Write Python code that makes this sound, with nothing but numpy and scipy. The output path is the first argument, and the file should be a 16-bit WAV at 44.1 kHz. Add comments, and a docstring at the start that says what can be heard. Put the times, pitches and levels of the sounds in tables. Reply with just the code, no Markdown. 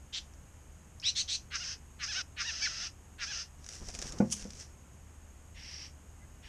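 """Forest floor, mono, over a low rumble, hum and faint hiss. A male bowerbird displays: four trilled,
rasping chirps, then four squawks (croak, then buzz and breath through throat and beak) with two sliding
whistles from the other side of the syrinx. Two birds take off through crackling leaf litter; one bumps
something hollow and brushes close by. The male ends with two quieter hisses and a soft peep between.
Trunks and bushes add a short echo to the calls and the litter."""
import sys
import numpy as np
from scipy import signal
from scipy.fft import rfft, irfft, next_fast_len
from scipy.io import wavfile
from scipy.ndimage import map_coordinates

SR = 44100
rng = np.random.default_rng(int(sys.argv[2]) if len(sys.argv) > 2 else 0)


def transcribe(u):
    """Save the signal u as a 16-bit wav file named by the first command-line argument.

    u: samples, shape (n,) or (channels, n), limited to [-1, 1]; the rate is SR.
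    q: integer samples, one column per channel.
    """
    v = np.clip(np.atleast_2d(u).T, -1, 1)
    q = np.round(v * 32767).astype(np.int16)
    wavfile.write(sys.argv[1], SR, q)


N = 285768

# open beak response (frequency [Hz], gain [dB])
BEAK_RESPONSE = [(3000, -35), (4200, -8), (5200, 5), (5700, 2.5), (6400, 0), (7000, -15), (8500, -23.5),
                 (12000, -61), (15000, -77)]
# throat response in a hiss (frequency [Hz], gain [dB])
HISS_THROAT_RESPONSE = [(800, -32), (1400, -14), (1700, -1.5), (2050, 2.5), (2350, -0.5), (2850, 2.5),
                        (3600, -3.5), (4500, -9), (5500, -44)]
# dull impact (frequency [Hz], level [dB])
KNOCK_SPECTRUM = [(60, -26), (180, -17), (600, 0.5), (1000, -8), (1600, -17), (2400, -19), (4000, -64)]


def amp(db):
    """Decibels to gain."""
    return 10 ** (np.asarray(db) / 20)


def unit(x):
    """Scale to rms 1."""
    return x / np.sqrt(np.mean(x ** 2) + 1e-20)


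def along(points, hz):
    """Interpolate (frequency [Hz], value) points on a log axis."""
    freqs, values = np.transpose(points)
    return np.interp(np.log(hz + 1), np.log(freqs + 1), values)


def clock(length_s):
    """Sample times [s]."""
    return np.arange(int(length_s * SR)) / SR


def add(track, start_s, x):
    """Mix x into the track."""
    i = int(np.clip(round(start_s * SR), 0, N))
    track[i:i + len(x)] += x[:N - i]


def white(n):
    """White noise, n samples."""
    return np.random.default_rng(rng.integers(2 ** 31)).standard_normal(n)


def wobble(n, rate_hz):
    """Smooth random curve with knots at rate_hz."""
    return map_coordinates(white(int(n * rate_hz / SR) + 4), [np.arange(n) * rate_hz / SR])


def colour(x, spectrum):
    """Filter by (frequency [Hz], gain [dB]) points; output at rms 1."""
    size = next_fast_len(len(x) + 2048)
    gain = amp(along(spectrum, np.fft.rfftfreq(size, 1 / SR)))
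    return unit(irfft(rfft(x, size) * gain, size)[:len(x)])


def glide(x, speed):
    """Scale all frequencies by a varying factor."""
    return map_coordinates(x, [np.cumsum(speed)], mode="mirror")


def soft(x):
    """Fade both ends over 4 ms."""
    return x * signal.windows.tukey(len(x), .008 * SR / len(x))


def envelope(t, attack_s, length_s, release_s):
    """Linear rise, hold until length_s, exponential decay."""
    return np.clip(t / attack_s, 0, 1) * np.exp(-np.maximum(t - length_s, 0) / release_s)


def phase_of(hz):
    """Running phase [rad] of a frequency curve."""
    return 2 * np.pi * np.cumsum(hz) / SR


def blend(clean, noise, share):
    """Mix by the noise's share of the power."""
    share = np.clip(share, 0, 1)
    return np.sqrt(1 - share) * clean + np.sqrt(share) * noise


def buzzing(phase, orders):
    """Hoarse voice: each partial drifts in level and phase."""
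    n = len(phase)
    voice = np.zeros(n)
    for k in orders:
        gain = amp(2.5 * wobble(n, 60))
        voice += gain * np.cos(k * (phase + .05 * wobble(n, 350)) + 2 * np.pi * rng.random())
    return unit(voice)


def background(rumble_db=-55.5, air_db=-66, hum_hz=74, hum_db=-57):
    """Outdoor rumble, wavering hum, thin steady hiss."""
    rumble_spectrum = [(12, -31), (22, -3.5), (35, -2), (50, -1), (70, -4.5), (100, -5.5), (163, -11),
                       (260, -16), (409, -21.5), (573, -23), (853, -23.5), (1170, -25.5), (3000, -32.5),
                       (3900, -50), (6600, -120)]  # (frequency [Hz], level [dB])
    air_spectrum = [(1500, -32), (3000, -11), (4300, -14.5), (5800, -9.5), (6200, -7.5), (6500, 4.5),
                    (7000, -3.5), (8500, -6), (10000, -13.5), (12000, -13), (13200, -21), (14000, -41)]  # (frequency [Hz], level [dB])
    hum = np.sqrt(2) * np.sin(phase_of(hum_hz * (1 + .03015 * wobble(N, 12))))
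    hum *= amp(hum_db + .99 * wobble(N, 6))
    rumble = amp(rumble_db) * colour(white(N), rumble_spectrum)
    return hum + rumble + amp(air_db) * colour(white(N), air_spectrum)


def forest_echo(x):
    """Trunks and bushes scatter a short, bright tail."""
    scatter = [(300, -29), (1500, 6.5), (3000, 5), (4100, -4), (5200, 2), (6400, 3), (7500, 3),
               (12000, -15)]  # twig reflection (frequency [Hz], gain [dB])
    decay = [(200, 0.17), (2000, 0.16), (6000, 0.21), (12000, 0.096)]  # echo decay (frequency [Hz], t60 [s])
    hz, t, bins = signal.stft(white(SR // 3), SR, nperseg=256)
    gain = amp(along(scatter, hz)[:, None] - 60 * t / along(decay, hz)[:, None])
    tail = signal.istft(bins * gain, SR, nperseg=256)[1]
    return signal.fftconvolve(x, np.pad(tail, (200, 0)) / np.linalg.norm(tail))[:N]


def leaf_litter(rustle_db=-1, grain_db=3.5, fall_s=.034, snap_t60_s=.014, settle_db=-17, settle_t60_s=.22):
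    """Feet and wings stir dry leaves in grainy swells; twigs snap and the leaves settle."""
    scuffs = [(3.755, 0.055, -45), (3.89, 0.065, -47.5), (3.947, 0.012, -46.5), (4.08, 0.064, -43),
              (4.195, .04, -51), (4.419, 0.083, -46), (4.615, 0.076, -47.5)]  # rustle swells (crest [s], rise [s], level re rustle_db [dB])
    snaps = [(.337, -46.5), (3.644, -36.5), (3.664, -35), (3.689, -32), (3.887, -30.5), (3.942, -35.5),
             (3.95, -27.5), (3.989, -29.5), (4.017, -28.5), (4.024, -25), (4.123, -30), (4.186, -36.5),
             (4.302, -36), (4.505, -36.5)]  # twig, leaf and quill ticks (time [s], peak [dB])
    leaf_spectrum = [(290, -8), (500, -4), (616, -7.5), (1030, -15.5), (1590, -5.5), (2160, -7.5),
                     (2520, -7), (4160, -7.5), (5740, 5.5), (9210, -12.5), (12500, -28.5), (14000, -53)]  # (frequency [Hz], level [dB])
    t = np.arange(N) / SR
    swells = [amp(db) * np.exp(-np.maximum((crest_s - t) / rise_s, (t - crest_s) / fall_s))
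              for crest_s, rise_s, db in scuffs]
    grains = colour(white(N) * amp(grain_db * wobble(N, 1200)), leaf_spectrum)
    out = amp(rustle_db) * np.linalg.norm(swells, axis=0) * grains
    t = clock(.1)
    lead = SR // 200
    fade = amp(-60 * t / snap_t60_s) + amp(settle_db - 60 * t / settle_t60_s)
    for at_s, peak_db in snaps:
        snap = colour(np.pad(fade * white(len(t)), (lead, 0)), leaf_spectrum)
        add(out, at_s - lead / SR, amp(peak_db) * snap / np.abs(snap).max())
    return out


def footfalls(decay_s=.0085):
    """Feet knock dully on twigs and ground."""
    kicks = [(3.886, -42.5), (3.948, -49.5), (4.02, -47)]  # (time [s], level [dB])
    out = np.zeros(N)
    t = clock(6 * decay_s)
    for at_s, db in kicks:
        add(out, at_s, soft(amp(db) * np.exp(-t / decay_s) * colour(white(len(t)), KNOCK_SPECTRUM)))
    return out


def wingbeats(push_hz=36, push_width_s=.014, whoosh_width_s=.02):
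    """Each stroke pushes a slow air wave with a soft whoosh."""
    strokes = [(3.824, -42, -48), (3.887, -43, -52), (3.954, -50, -53), (3.996, -43, -53),
               (4.055, -46, -47.5), (4.109, -42, -51.5), (4.142, -58, -47), (4.177, -58, -47.5),
               (4.435, -44.5, -60)]  # (time [s], push [dB], whoosh [dB])
    whoosh_spectrum = [(60, -7), (130, 1.5), (220, 0), (330, -5.5), (620, -11), (1200, -15.5), (3000, -32),
                       (8000, -60)]  # (frequency [Hz], level [dB])
    out = np.zeros(N)
    t = np.arange(-SR // 10, SR // 10) / SR
    push = np.sqrt(2) * np.sin(2 * np.pi * push_hz * t) * np.exp(-(t / push_width_s) ** 2)
    for at_s, push_db, whoosh_db in strokes:
        whoosh = colour(white(len(t)), whoosh_spectrum) * np.exp(-(t / whoosh_width_s) ** 2)
        add(out, at_s + t[0], amp(push_db) * push + amp(whoosh_db) * whoosh)
    return out


def feather_brush(closest_s=4.328, closest_db=-26.5, width_s=.0029, lead_s=.022, trail_s=.1):
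    """Feathers brush past; level falls with distance."""
    feather_spectrum = [(350, -60), (600, -27), (1190, -15), (1430, -26), (2540, -15), (3030, -7),
                        (4010, -14.5), (6400, 4), (7510, -5), (9430, -6.5), (14700, -41)]  # (frequency [Hz], level [dB])
    out = np.zeros(N)
    t = clock(lead_s + trail_s) - lead_s
    feathers = colour(white(len(t)) * amp(3.4 * wobble(len(t), 1504)), feather_spectrum)
    add(out, closest_s - lead_s, soft(amp(closest_db) * feathers / np.hypot(1, t / width_s)))
    return out


def hollow_bumps(attack_s=.0022, knock_db=-12, knock_t60_s=.14):
    """Soft blows ring the low modes of a nearby hollow object."""
    blows = [(4.201, -22), (4.243, -41), (4.45, -44)]  # (time [s], level [dB])
    modes = [(124.7, -12.5, 0.37), (164, -7.5, 0.36), (202.8, 5.5, 0.19), (206, -15, 0.87),
             (233.7, -4, 0.3), (339, -10, 0.24), (379, -8, 0.14), (490, -1, 0.095), (523, -10, 0.21),
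             (564, -12, 0.16), (718, -10.5, 0.11), (857, -15.5, 0.11), (1010, -17, 0.055),
             (1470, -17, 0.069)]  # (frequency [Hz], level re blow [dB], t60 [s])
    out = np.zeros(N)
    t = clock(.6)
    onset = 1 - np.exp(-(t / attack_s) ** 2)
    for at_s, db in blows:
        ring = np.zeros(len(t))
        for hz, mode_db, t60_s in modes:
            gain = amp(mode_db + rng.normal(0, 1) - 60 * t / t60_s)
            ring += gain * np.sin(2 * np.pi * hz * t + rng.normal(0, .92))
        knock = amp(knock_db - 60 * t / knock_t60_s) * colour(white(len(t)), KNOCK_SPECTRUM)
        add(out, at_s, amp(db) * (ring + knock) * onset)
    return out


def bill_clicks(decay_s=.0049):
    """The bill snaps shut and rings briefly."""
    clicks = [(.999, -43.5), (1.017, -48)]  # (time [s], level [dB])
    out = np.zeros(N)
    t = clock(8 * decay_s)
    for at_s, db in clicks:
        add(out, at_s, amp(db) * np.exp(-t / decay_s) * colour(white(len(t)), BEAK_RESPONSE))
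    return out


def peep(start_s=6.2, length_s=.068, crest_hz=408, pitch_arch=.049, db=-65.5):
    """Soft nasal note: partials 4 and 5 of an arching pitch, through the throat."""
    out = np.zeros(N)
    rise = np.sin(np.pi * clock(length_s) / length_s)
    voice = buzzing(phase_of(crest_hz * (1 - pitch_arch * (1 - rise))), (4, 5))
    add(out, start_s, amp(db) * rise ** 2 * colour(voice, HISS_THROAT_RESPONSE))
    return out


def hisses(throat_attack_s=.026, beak_attack_s=.17, release_s=.021):
    """Voiceless breath starts in the throat; then the beak opens."""
    calls = [(5.54, .32, -55.5, -48), (6.417, .075, -57, -51)]  # (start [s], length [s], throat [dB], beak [dB])
    beak_response = [(3500, -20), (4600, -8), (4950, 0), (5250, -7), (5520, 7), (5700, 0), (6100, -6),
                     (6500, -17), (9000, -32), (13000, -60)]  # (frequency [Hz], gain [dB])
    out = np.zeros(N)
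    for start_s, length_s, throat_db, beak_db in calls:
        t = clock(length_s + 4 * release_s)
        throat = amp(throat_db) * colour(white(len(t)), HISS_THROAT_RESPONSE)
        beak = amp(beak_db) * colour(white(len(t)), beak_response)
        add(out, start_s, throat * envelope(t, throat_attack_s, length_s, release_s))
        add(out, start_s, beak * envelope(t, beak_attack_s, length_s, release_s))
    return out


def wheeze_arches(time_s, hz, throat_db=0, beak_db=0, rough=.903, flatness=3.25):
    """Pitch, roughness and levels of a wheeze as it arches up into a clearer voice."""
    # (crest [s], half length [s], crest pitch [Hz], roughness [0-1], throat [dB], beak [dB])
    arches = [(1.618, .03, 733, 0.13, -44, -41), (2.101, 0.035, 862, 0.02, -39, -39),
              (2.181, 0.043, 761, 0.3, -38, -39), (2.476, 0.044, 959, 0.17, -38, -38.5),
              (2.649, .042, 882, 0.22, -40.5, -35.5), (2.837, 0.041, 720, 0.75, -43.5, -39.5),
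              (3.297, 0.034, 860, 0.14, -41.5, -42.5)]
    for crest_s, half_s, crest_hz, crest_rough, crest_throat_db, crest_beak_db in arches:
        away = np.minimum(np.abs(time_s - crest_s) / half_s, 1)
        clear = 1 - away ** flatness
        hz = hz + (crest_hz - hz) * (1 - away ** 2)
        rough = rough + (crest_rough - rough) * clear
        throat_db = throat_db + (crest_throat_db - throat_db) * clear
        beak_db = beak_db + (crest_beak_db - beak_db) * clear
    return hz, rough, throat_db, beak_db


def whistles(drop=.47, bend=1.31, swell_db=7.5, edge_s=.0066, hoarse_hz=680):
    """The other side of the syrinx holds a note, then slides down; the buzz adds side bands."""
    notes = [(2.402, 0.00304, 0.0232, 2150, -49), (2.617, 0.034, .028, 2305, -39.5)]  # (start [s], hold [s], slide [s], held pitch [Hz], held level [dB])
    # beak resonance (frequency [Hz], gain [dB])
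    beak_lift = [(2800, -26), (4600, -1.5), (5500, 2), (7200, -36)]
    octave_db, low_band_db, high_band_db = 2, -9, -3
    out = np.zeros(N)
    for start_s, hold_s, slide_s, top_hz, db in notes:
        t = clock(hold_s + slide_s)
        fallen = np.clip((t - hold_s) / slide_s, 0, 1) ** bend
        hz = top_hz * (1 - drop * fallen)
        phase = phase_of(hz * (1 + .014 * wobble(len(t), 664)))
        buzz_phase = phase_of(wheeze_arches(start_s + t, hoarse_hz)[0])
        low = np.sin(phase) + amp(low_band_db) * np.sin(phase + buzz_phase)
        high_bands = np.sin(2 * phase + buzz_phase) + np.sin(2 * (phase + buzz_phase))
        high = np.sin(2 * phase) + amp(high_band_db) * high_bands
        lift = amp(octave_db + along(beak_lift, 2 * hz))
        gain = amp(db + swell_db * fallen) * np.minimum(np.minimum(t, t[::-1]) / edge_s, 1)
        add(out, start_s, gain * np.sqrt(2) * (low + lift * high))
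    return out


def croak(t, length_s=.071, fall_per_s=2.47, mid_hz=240, breath=.25):
    """Low growl; pitch and resonances slide down as the throat swells."""
    open_throat = [(500, -53), (950, -29.5), (1250, -5), (1500, -1), (2300, -2), (2900, -3.5),
                   (3500, -10.5), (4100, -6), (4700, -28), (6000, -62)]  # (frequency [Hz], gain [dB])
    growl = buzzing(phase_of(mid_hz * (1 + .015 * wobble(len(t), 300))), range(3, 21))
    breathy = blend(colour(growl, open_throat), colour(white(len(t)), open_throat), breath)
    slide = np.exp(-fall_per_s * (np.minimum(t, length_s) - length_s / 2))
    return glide(breathy, slide) * np.exp(-(t / length_s) ** 8)


def squawks(jitter=.0278, throat_breath=.7, beak_breath=.2, opening_s=.064, wheeze_attack_s=.14):
    """A croak bursts through the beak into a hoarse wheeze that rings in throat and beak."""
    # (start [s], length [s], release [s], pitch [Hz], croak [dB], wheeze throat [dB], wheeze beak [dB])
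    calls = [(1.502, 0.23, .016, 530.5, -38, -49, -41), (1.986, 0.23, 0.0039, 570, -40, -48.5, -37),
             (2.36, 0.513, 0.015, 660, -36, -48.5, -42), (3.179, 0.24, 0.018, 695, -38.5, -47.5, -40.5)]
    throat_response = [(330, -28), (500, -13), (850, -21), (1050, -15), (1400, -3.5), (1750, 0), (2100, -7),
                       (2450, -2.5), (2850, 1.5), (3400, -5), (4100, -3.5), (4700, -53), (6000, -64)]  # (frequency [Hz], gain [dB])
    burst_at_s, burst_width_s, burst_re_croak_db = .055, .015, 1
    out = np.zeros(N)
    for start_s, length_s, release_s, hoarse_hz, croak_db, throat_db, beak_db in calls:
        t = clock(length_s + 4 * release_s)
        n = len(t)
        hz, rough, throat_db, beak_db = wheeze_arches(start_s + t, hoarse_hz, throat_db, beak_db)
        phase = phase_of(hz * (1 + (.018 + jitter * rough) * wobble(n, 700)))
        voice = buzzing(phase, range(1, 15))
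        # one air puff per cycle, fluttering with roughness
        puffs = (1 + .27 * np.cos(phase)) * amp(.24 * rough * wobble(n, 410))
        throat_air = colour(white(n) * puffs, throat_response)
        beak_air = colour(white(n) * puffs, BEAK_RESPONSE)
        throat = blend(colour(voice, throat_response), throat_air, throat_breath * rough)
        beak = blend(colour(voice, BEAK_RESPONSE), beak_air, beak_breath + rough)
        burst = amp(burst_re_croak_db) * np.exp(-np.abs(t - burst_at_s) / burst_width_s) * beak
        wheeze = amp(throat_db) * throat + amp(beak_db) * beak
        wheeze *= envelope(t, wheeze_attack_s, length_s, release_s)
        opening = np.sin(np.pi / 2 * np.minimum(t / opening_s, 1))
        add(out, start_s, soft(opening * (amp(croak_db) * (croak(t) + burst) + wheeze)))
    return out


def chirps(trill_hz=195, trill_depth=.16, buzz_ratio=.32, buzz_depth=.5, sag_hz_per_s=7000):
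    """Two high voices climb and swell, swept by a fast trill that deepens and rasps with roughness."""
    # (start [s], attack [s], climb [s], first pitch [Hz], top pitch [Hz], upper voice top [Hz],
    #  first roughness [ratio], top roughness [ratio], main voice [dB], upper voice [dB])
    notes = [(.123, 0.021, 0.063, 3280, 3620, 5650, 0.82, 1.2, -38, -45.5),
             (1.02, 0.055, .074, 2203, 4017, 5740, 0.26, 0.17, -28.5, -33.5),
             (1.148, 0.025, 0.067, 3540, 4236, 6180, 0.8, 0.44, -32.5, -36),
             (1.273, 0.026, 0.085, 3385, 4230, 6100, 0.76, 0.42, -34.5, -39)]
    main_spectrum = [(800, -31), (1300, -17), (1900, -11), (2650, -10), (4000, 5.5), (5000, -3), (6200, -9),
                     (8000, -6.5), (14000, -60)]  # main voice rasp (frequency [Hz], level [dB])
    upper_spectrum = [(2500, -29), (4400, -1), (5500, 1), (6400, 8), (6900, -5), (8200, -8), (9100, -24),
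                      (10400, -18), (12000, -53), (14000, -65)]  # upper voice rasp (frequency [Hz], level [dB])
    main_ref_hz, upper_ref_hz = 4000, 6100  # pitches at which the spectra are unshifted
    main_rasp_share, upper_rasp_share = .42, .57
    main_release_s, upper_release_s, break_up_s = .008, .016, .02
    upper_trill, upper_follow, rasp_follow, main_swell, upper_swell = .82, .6, .8, 1.4, 1.7  # exponents
    out = np.zeros(N)
    for (start_s, attack_s, climb_s, first_hz, top_hz, upper_top_hz,
         first_rough, top_rough, main_db, upper_db) in notes:
        t = clock(climb_s + 4 * upper_release_s)
        n = len(t)
        to_go, after_s = np.maximum(1 - t / climb_s, 0), np.maximum(t - climb_s, 0)
        hz = top_hz - (top_hz - first_hz) * to_go ** 2 - sag_hz_per_s * after_s
        height = hz / top_hz
        rough = np.interp(t, [climb_s / 2, climb_s * 7 / 8, climb_s, climb_s + break_up_s],
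                          [first_rough, top_rough, top_rough, 1])
        trill = np.sin(phase_of(trill_hz * (1 + .13 * wobble(n, 123.7))))
        bend = 1 + rough * (trill_depth * trill + .046 * wobble(n, 1509)) + .02 * wobble(n, 912)
        # a slower membrane vibration adds side bands
        buzz = 1 + buzz_depth * np.sin(phase_of(buzz_ratio * hz * (1 + .166 * wobble(n, 887))))
        main = unit(buzz * np.sin(phase_of(hz * bend)))
        upper_hz = upper_top_hz * height ** upper_follow * bend ** upper_trill
        upper = unit(np.sin(phase_of(upper_hz * (1 + .049 * wobble(n, 1400)))))
        # rasp pulses with the trill, brightens with pitch
        puffs = unit(1 + .5 * trill)
        main_rasp = glide(colour(white(n), main_spectrum), (hz / main_ref_hz) ** rasp_follow)
        upper_shift = upper_top_hz / upper_ref_hz * height ** rasp_follow
        upper_rasp = glide(colour(white(n), upper_spectrum), upper_shift)
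        main = blend(main, puffs * main_rasp, main_rasp_share * rough)
        upper = blend(upper, puffs * upper_rasp, upper_rasp_share * rough)
        main *= amp(main_db) * envelope(t, attack_s, climb_s, main_release_s) * height ** main_swell
        upper *= amp(upper_db) * envelope(t, attack_s, climb_s, upper_release_s) * height ** upper_swell
        add(out, start_s, soft(main + upper))
    return out


def scene(chirp_echo_db=-17, other_echo_db=-25):
    """All sources, identical in both channels."""
    trills = chirps()
    calls_and_leaves = squawks() + whistles() + hisses() + peep() + bill_clicks() + leaf_litter()
    echo = forest_echo(amp(chirp_echo_db) * trills + amp(other_echo_db) * calls_and_leaves)
    take_off = wingbeats() + feather_brush() + footfalls() + hollow_bumps()
    mono = trills + calls_and_leaves + echo + take_off + background()
    return np.array([mono, mono])


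def record(dry, cutoff_hz=14000):
    """Brick-wall low-pass."""
    size = next_fast_len(N + SR // 2)
    passband = np.fft.rfftfreq(size, 1 / SR) < cutoff_hz
    return irfft(rfft(dry, size) * passband, size)[:, :N]


dry = scene()
out = record(dry)
transcribe(out)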